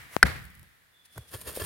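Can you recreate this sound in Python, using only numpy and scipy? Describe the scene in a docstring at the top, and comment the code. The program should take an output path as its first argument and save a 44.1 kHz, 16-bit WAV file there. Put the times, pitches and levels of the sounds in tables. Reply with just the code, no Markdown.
"""A rock strikes a wooden stake standing in a log, in a wood. The impact excites the stake's damped modes
and overloads the close microphone; the log thuds into the ground, the trees scatter the sound back and
grit patters down. A sleeve swishes and air pops on the microphone during the swing. Afterwards the rock
is put down on the soil, a thin far whistle sounds over quiet air, and something rubs by stick-slip
friction and bumps close to the microphone."""
import sys
import numpy as np
from scipy import signal
from scipy.fft import rfft, irfft
from scipy.io import wavfile

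SR = 44100
rng = np.random.default_rng(int(sys.argv[2]) if len(sys.argv) > 2 else 0)


def pcm_store(signal):
    """Save signal as 16-bit PCM."""
    levels = np.round(np.clip(np.atleast_2d(signal), -1, 1) * 32767)
    wavfile.write(sys.argv[1], SR, levels.astype(np.int16).T)


N = 72765
KNOCK_S, CONTACT_S = .2282, .0011  # moment and rise time of the impact


def amp(db):
    """Decibels to amplitude ratio."""
    return 10 ** (np.asarray(db) / 20)

def clock():
    """Time of each sample in seconds."""
    return np.arange(N) / SR

def unit(x):
    """Normalisation to rms 1."""
    return x / np.sqrt(np.mean(x ** 2))

def curve(rows):
    """Envelope through (time_s, level_db) points."""
    return amp(np.interp(clock(), *np.array(rows).T))

def pan(db):
    """Left and right gains for a level difference."""
    return amp(np.array([[db], [-db]]) / 2)

def spread(pair, width):
    """Mid-side stereo from two uncorrelated signals."""
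    return unit(pair[0] + width * pair[1] * np.array([[1], [-1]]))

def noise(width):
    """Stereo white noise."""
    return spread(rng.standard_normal((2, N)), width)

def grains(per_s, width):
    """Shot noise: a stereo stream of random impulses."""
    return spread(rng.standard_normal((2, N)) * (rng.random(N) < per_s / SR), width)

def colour(x, points):
    """Spectral shaping by (frequency_hz, gain_db) points, normalised to rms 1."""
    hz, db = np.array(points).T
    bins_hz = np.maximum(np.fft.rfftfreq(2 * N, 1 / SR), 1)
    gain = amp(np.interp(np.log(bins_hz), np.log(hz), db))
    return unit(irfft(rfft(x, 2 * N) * gain)[..., :N])

def butterworth(x, cutoff_hz, kind):
    """Causal filtering with a maximally flat passband."""
    return signal.sosfilt(signal.butter(2, cutoff_hz, kind, fs=SR, output="sos"), x)

def fade(start, t60, rise_s=1 / SR):
    """Exponential decay with a linear onset."""
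    age = np.maximum(clock() - start, 0)
    return np.minimum(age / rise_s, 1) * np.exp(-np.log(1000) * age / t60)

def swell(peak_s, rise_s, fall_s):
    """Rounded hump with exponential flanks."""
    age = clock() - peak_s
    return np.exp(1 - np.hypot(1, age / np.where(age < 0, rise_s, fall_s) * np.sqrt(2)))

def swells(rows):
    """Sum of humps, each (peak_s, level_db, rise_s, fall_s)."""
    return sum(amp(db) * swell(s, rise, fall) for s, db, rise, fall in rows)

def ring(start, modes, rise_s=1 / SR):
    """Free vibration as a superposition of damped modes."""
    age = clock() - start
    return sum(amp(db) * fade(start, t60, rise_s) * np.sin(2 * np.pi * hz * age) for hz, db, t60 in modes)


# Spectrum of the still wood: frequency_hz, gain_db
AIR_SPECTRUM = [(25, -9), (80, 2), (250, -6.5), (700, -7.5), (1200, -5), (1800, 1), (2600, -8.5),
                (3600, -6.5), (6000, -16), (11000, -12), (16000, -16.5)]
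def air():
    """Stationary broadband noise forms the quiet background."""
    return amp(-65.5) * colour(noise(width=.97), AIR_SPECTRUM)


# Course of the far whistle: time_s, pitch_hz, level_db
WHISTLE_GLIDE = [(.92, 3520, -84), (0.976, 3480, -65), (1.06, 3450, -71), (1.2, 3414, -63.5),
                 (1.33, 3330, -76)]
def whistle(bandwidth_hz=190, depth=.94):
    """Random quadrature modulation widens a slowly sinking tone into a wavering narrow band."""
    times, hz, db = np.array(WHISTLE_GLIDE).T
    phase = 2 * np.pi * np.cumsum(np.interp(clock(), times, hz)) / SR
    waver = lambda: depth * unit(butterworth(noise(width=1), bandwidth_hz / 2, "low"))
    tone = unit((1 + waver()) * np.sin(phase) + waver() * np.cos(phase))
    return tone * np.interp(clock(), times, amp(db), left=0, right=0)


# Rustles under the hand: peak_s, level_db, rise_s, fall_s
LITTER_RUSTLES = [(1.058, -56, 0.0078, 0.0082), (1.15, -59, 0.033, 0.1), (1.293, -57.5, 0.016, 0.0085)]
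# Spectrum of dry litter: frequency_hz, gain_db
LITTER_SPECTRUM = [(500, -19), (2000, -3.5), (5000, -4.5), (7500, -10), (9500, 0.5), (12000, -6),
                   (16000, -14)]
def litter():
    """Many tiny clicks of dry litter merge into shot noise, heard as rustling."""
    return colour(grains(per_s=5200, width=1), LITTER_SPECTRUM) * swells(LITTER_RUSTLES)


# Crunches under the log, later the rock: peak_s, level_db, rise_s, fall_s
SOIL_CRUNCHES = [(.268, -31.5, .002, 0.0055), (.631, -59, 0.0015, 0.0054), (1.161, -52.5, 0.0018, 0.0066),
                 (1.179, -37.5, 0.0024, 0.0036), (1.22, -62.5, 0.049, 0.046)]
# Spectrum of crushed soil: frequency_hz, gain_db
SOIL_SPECTRUM = [(120, -1), (240, 5), (550, 2), (900, -4), (1500, -2.5), (3000, -22.5), (7000, -19),
                 (11000, -15.5), (16000, -24)]
def soil():
    """Granular soil yields under load in bursts of dull noise."""
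    return colour(noise(width=.25), SOIL_SPECTRUM) * swells(SOIL_CRUNCHES)


# The rock on the soil, then handling bumps: peak_s, level_db, pitch_hz, rise_s, fall_s
SOFT_IMPACTS = [(1.171, -41, 121.2, 0.0035, 0.0088), (1.189, -35.5, 111, 0.0025, 0.0092),
                (1.215, -46.5, 70, 0.012, .01), (1.354, -35, 100.5, 0.0071, 0.0075),
                (1.426, -53, 108, .01, 0.0093), (1.488, -40.5, 74, 0.017, .014),
                (1.625, -32.5, 86, 0.0098, .012)]
def thumps():
    """Soft, heavily damped impacts give low pulses a few cycles long."""
    return sum(amp(db) * swell(s, rise, fall) * np.cos(2 * np.pi * hz * (clock() - s))
               for s, db, hz, rise, fall in SOFT_IMPACTS)


# Rubbing strokes: peak_s, body_db, hiss_db, rise_s, fall_s
RUB_STROKES = [(1.343, -40, -45, 0.0073, 0.0081), (1.415, -61, -45, .004, 0.0057),
               (1.483, -42, -42.5, 0.014, 0.018), (1.563, -76, -40.5, 0.0081, 0.011),
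               (1.6005, -35.5, -45, 0.0022, 0.0087), (1.619, -40.5, -50, .007, 0.006),
               (1.643, -51, -45, 0.0028, 0.012)]
# Light contact between strokes: time_s, level_db
SLIDE_LEVELS = [(1.27, -84), (1.32, -50.5), (1.38, -49.5), (1.44, -55.5), (1.52, -47), (1.59, -45.5),
                (1.65, -40)]
# Modes of the rubbed casing: pitch_hz, relative_db, t60_s
CASING_MODES = [(470, -2, .028), (600, -3.5, 0.023), (1110, -5, 0.018), (1400, -7.5, .014),
                (1723, -2.5, 0.019), (2700, -8, 0.013), (3213, -5, 0.012), (4570, -8, .012),
                (5150, -11, .01), (6700, -12.5, 0.017), (8700, -9.5, .014)]
# Spectrum of the friction hiss: frequency_hz, gain_db
HISS_SPECTRUM = [(200, -8.5), (2000, -5.5), (5000, -7), (6300, -12.5), (6900, -6.5), (8000, -15.5),
                 (8600, 3), (9300, -3.5), (11000, 0.5), (13000, -3.5), (16000, -10.5)]
def rubbing(slips_per_s=2200, width=.52):
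    """Stick-slip friction hisses and drives the casing's resonances with dense impulses."""
    slide = curve(SLIDE_LEVELS)
    pressure = amp(-7) * slide + swells((s, db, rise, fall) for s, db, _, rise, fall in RUB_STROKES)
    speed = slide + swells((s, db, rise, fall) for s, _, db, rise, fall in RUB_STROKES)
    response = butterworth(ring(0, CASING_MODES), cutoff_hz=300, kind="high")
    response /= np.linalg.norm(response)
    body = signal.fftconvolve(pressure * grains(slips_per_s, width), response[None])[:, :N]
    hiss = speed * colour(grains(2 * slips_per_s, width), HISS_SPECTRUM)
    return body + hiss


# Firmer taps on the casing: start_s, level_db
CASING_TAPS = [(1.347, -29), (1.5734, -22.5), (1.5994, -32.5)]
def taps(pitch_hz=507, t60_s=.021):
    """Each tap excites a single hollow, damped resonance."""
    return sum(ring(s, [(pitch_hz, db, t60_s)]) for s, db in CASING_TAPS)


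# Swishes of the swing: peak_s, level_db, rise_s, fall_s
SLEEVE_SWISHES = [(.01, -54.5, 0.015, .06), (.143, -47, 0.023, .035)]
# Spectrum of the cloth: frequency_hz, gain_db
SLEEVE_SPECTRUM = [(150, -4.5), (600, -1.5), (2000, 4), (3500, -5.5), (7000, -8), (10000, -4), (16000, -7)]
def sleeve():
    """Friction of moving cloth radiates swells of broadband noise."""
    return colour(noise(width=.6), SLEEVE_SPECTRUM) * swells(SLEEVE_SWISHES)


# Strength of the buffeting: time_s, level_db
BUFFET_LEVELS = [(0, -57), (.06, -59.5), (.11, -71.5), (.22, -53), (.27, -35), (.32, -41.5), (.42, -48.5),
                 (.56, -57.5), (.62, -53), (.66, -64), (.82, -78), (1.12, -81), (1.3, -67), (1.42, -54.5),
                 (1.56, -55), (1.65, -42)]
# Spectrum of the buffeting: frequency_hz, gain_db
BUFFET_SPECTRUM = [(20, -29), (45, -8.5), (75, 2.5), (110, -3.5), (160, -4), (250, -21.5), (500, -42),
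                   (2000, -76)]
def buffeting():
    """Pressure fluctuations of air moving over the microphone make a low rumble."""
    return colour(noise(width=.5), BUFFET_SPECTRUM) * curve(BUFFET_LEVELS)


def air_pop(start_s=.1657, band_hz=(109.3, 1015)):
    """A pressure impulse on the left microphone port gives a band-limited pop with a sharp tick."""
    impulse = np.diff(fade(start_s, t60=np.inf), prepend=0)
    pop = butterworth(impulse, band_hz, "band")
    tick = amp(-7.5) * impulse
    return amp(-4) * (tick - pop / pop.max()) * amp([[0], [-39.5]])


# Landings of bark and grit: start_s, level_db
DEBRIS_TICKS = [(0.414, -54.5), (.428, -47), (.443, -46), (0.453, -39), (.503, -49), (.552, -43.5),
                (.595, -44.5), (.630, -45), (1.159, -53), (1.18, -34), (1.292, -53)]
# Spectrum of the debris: frequency_hz, gain_db
GRIT_SPECTRUM = [(500, -8.5), (2000, -4), (6000, -10), (10000, 0.5), (13000, 0.5), (16000, -3)]
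def debris():
    """Fine grit falls as decaying shot noise; larger bits land as separate transients."""
    spray = amp(-55) * colour(grains(per_s=2500, width=.5), GRIT_SPECTRUM)
    landings = sum(amp(db) * fade(s, t60=.0068) for s, db in DEBRIS_TICKS)
    ticks = colour(noise(width=.7674), GRIT_SPECTRUM) * landings
    return spray * fade(KNOCK_S, t60=1.5, rise_s=.01) + ticks


# Spectrum of the early echo off the trunks: frequency_hz, gain_db
TRUNK_SPECTRUM = [(100, -4.5), (300, -5), (550, -4.5), (1000, -6.5), (1500, 1), (2000, 1), (2800, -12),
                  (4500, -12), (6500, -23), (10000, -20.5), (16000, -30)]
# Spectrum of the late reverberation: frequency_hz, gain_db
REVERB_SPECTRUM = [(150, -7), (350, -12.5), (600, -16), (1200, -7.5), (1900, 1.5), (2800, -9.5),
                   (4500, -17), (7000, -25), (16000, -28)]
def trees(delay_s=.018, late_t60_s=1.35, earlier_blow_s=-.055):
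    """Scattering by trunks makes a diffuse echo; the far wood reverberates with this blow and one before."""
    start = KNOCK_S + delay_s
    early = colour(grains(per_s=6000, width=1), TRUNK_SPECTRUM) * fade(start, t60=.45, rise_s=.012)
    tails = amp(-47) * (fade(start, late_t60_s, rise_s=.08) + fade(earlier_blow_s, late_t60_s))
    far_echo = amp(-46.5) * swell(peak_s=.368, rise_s=.022, fall_s=.022)  # off a distant stand of trees
    late = colour(noise(width=1), REVERB_SPECTRUM) * np.hypot(tails, far_echo)  # powers add
    return amp(-29.5) * early + late


# Modes of the log on the soil: pitch_hz, relative_db, t60_s
LOG_MODES = [(68, -1, .115), (118, -10, 0.14), (176, -1.5, .09), (232, -7, .06), (363, -15.5, .05),
             (538.8, -14, 0.11), (680, -20.5, 0.088)]
# The log is driven down, then settles: start_s, level_db, left_minus_right_db
LOG_THUDS = [(0.236, -16, 6.5), (.267, -32.5, -0.5)]
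def log_thuds(right_lag_s=.00066):
    """The log vibrates in low, damped modes; their sound reaches the left channel first."""
    thud = lambda s: np.array([ring(s + lag, LOG_MODES, rise_s=.0038) for lag in (0, right_lag_s)])
    return -sum(amp(db) * pan(side_db) * thud(s) for s, db, side_db in LOG_THUDS)


# Spectrum of the rock's crack: frequency_hz, gain_db
CRACK_SPECTRUM = [(2000, -20), (4700, 1), (6400, -9.5), (8400, 2.5), (9400, -2.5), (10300, 0.5),
                  (13000, -8.5), (16000, -14)]
def rock_crack():
    """A brief, hard contact radiates a burst of high-frequency noise."""
    return amp(-12.5) * colour(noise(width=.4), CRACK_SPECTRUM) * fade(KNOCK_S, t60=.014, rise_s=CONTACT_S)


# Modes of the wooden stake: pitch_hz, relative_db, t60_s
STAKE_MODES = [(436, -28.5, 0.041), (783, -24, .026), (1015, -26, 0.022), (1459, -2, .0154),
               (1564, 0.5, .0149), (1728, -10.5, .023), (1998, -11.5, 0.021), (2354, -21, 0.022),
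               (3073, -15, 0.0097), (3748, -17.5, .014), (4270, -17, 0.014), (5090, -12, 0.009),
               (7056, -20, 0.0068), (8295, -19, .006)]
# Reflections off the ground and the kneeling body: delay_s, left_db, right_db
NEAR_REFLECTIONS = [(.0039, -23, -24.5), (.0066, -28.5, -21)]
def stake_knock(right_lag_s=.000045):
    """Impact excites the stake's modes; reflection from near surfaces adds delayed copies."""
    t = clock()
    stake = amp(8) * ring(KNOCK_S, STAKE_MODES, CONTACT_S)
    delayed = lambda s: np.interp(t - s, t, stake)
    direct = np.array([stake, delayed(right_lag_s)])
    return direct + sum(amp([[left], [right]]) * delayed(s) for s, left, right in NEAR_REFLECTIONS)


def scene():
    """Linear superposition of all sources at the microphone."""
    blow = stake_knock() + rock_crack() + log_thuds() + trees() + debris()
    swing = sleeve() + air_pop() + buffeting()
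    handling = soil() + litter() + thumps() + rubbing() + taps()
    return blow + swing + handling + whistle() + air()


def record(dry, overload_level=.84, knee=8, cutoff_hz=15900):
    """Saturation in the microphone flattens the knock's peaks; a low-pass cuts the highest treble."""
    clipped = dry / (.5 + np.abs(dry / overload_level) ** knee) ** (1 / knee)
    return signal.sosfilt(signal.ellip(8, .2, 70, cutoff_hz, fs=SR, output="sos"), clipped)


dry = scene()
out = record(dry)
pcm_store(out)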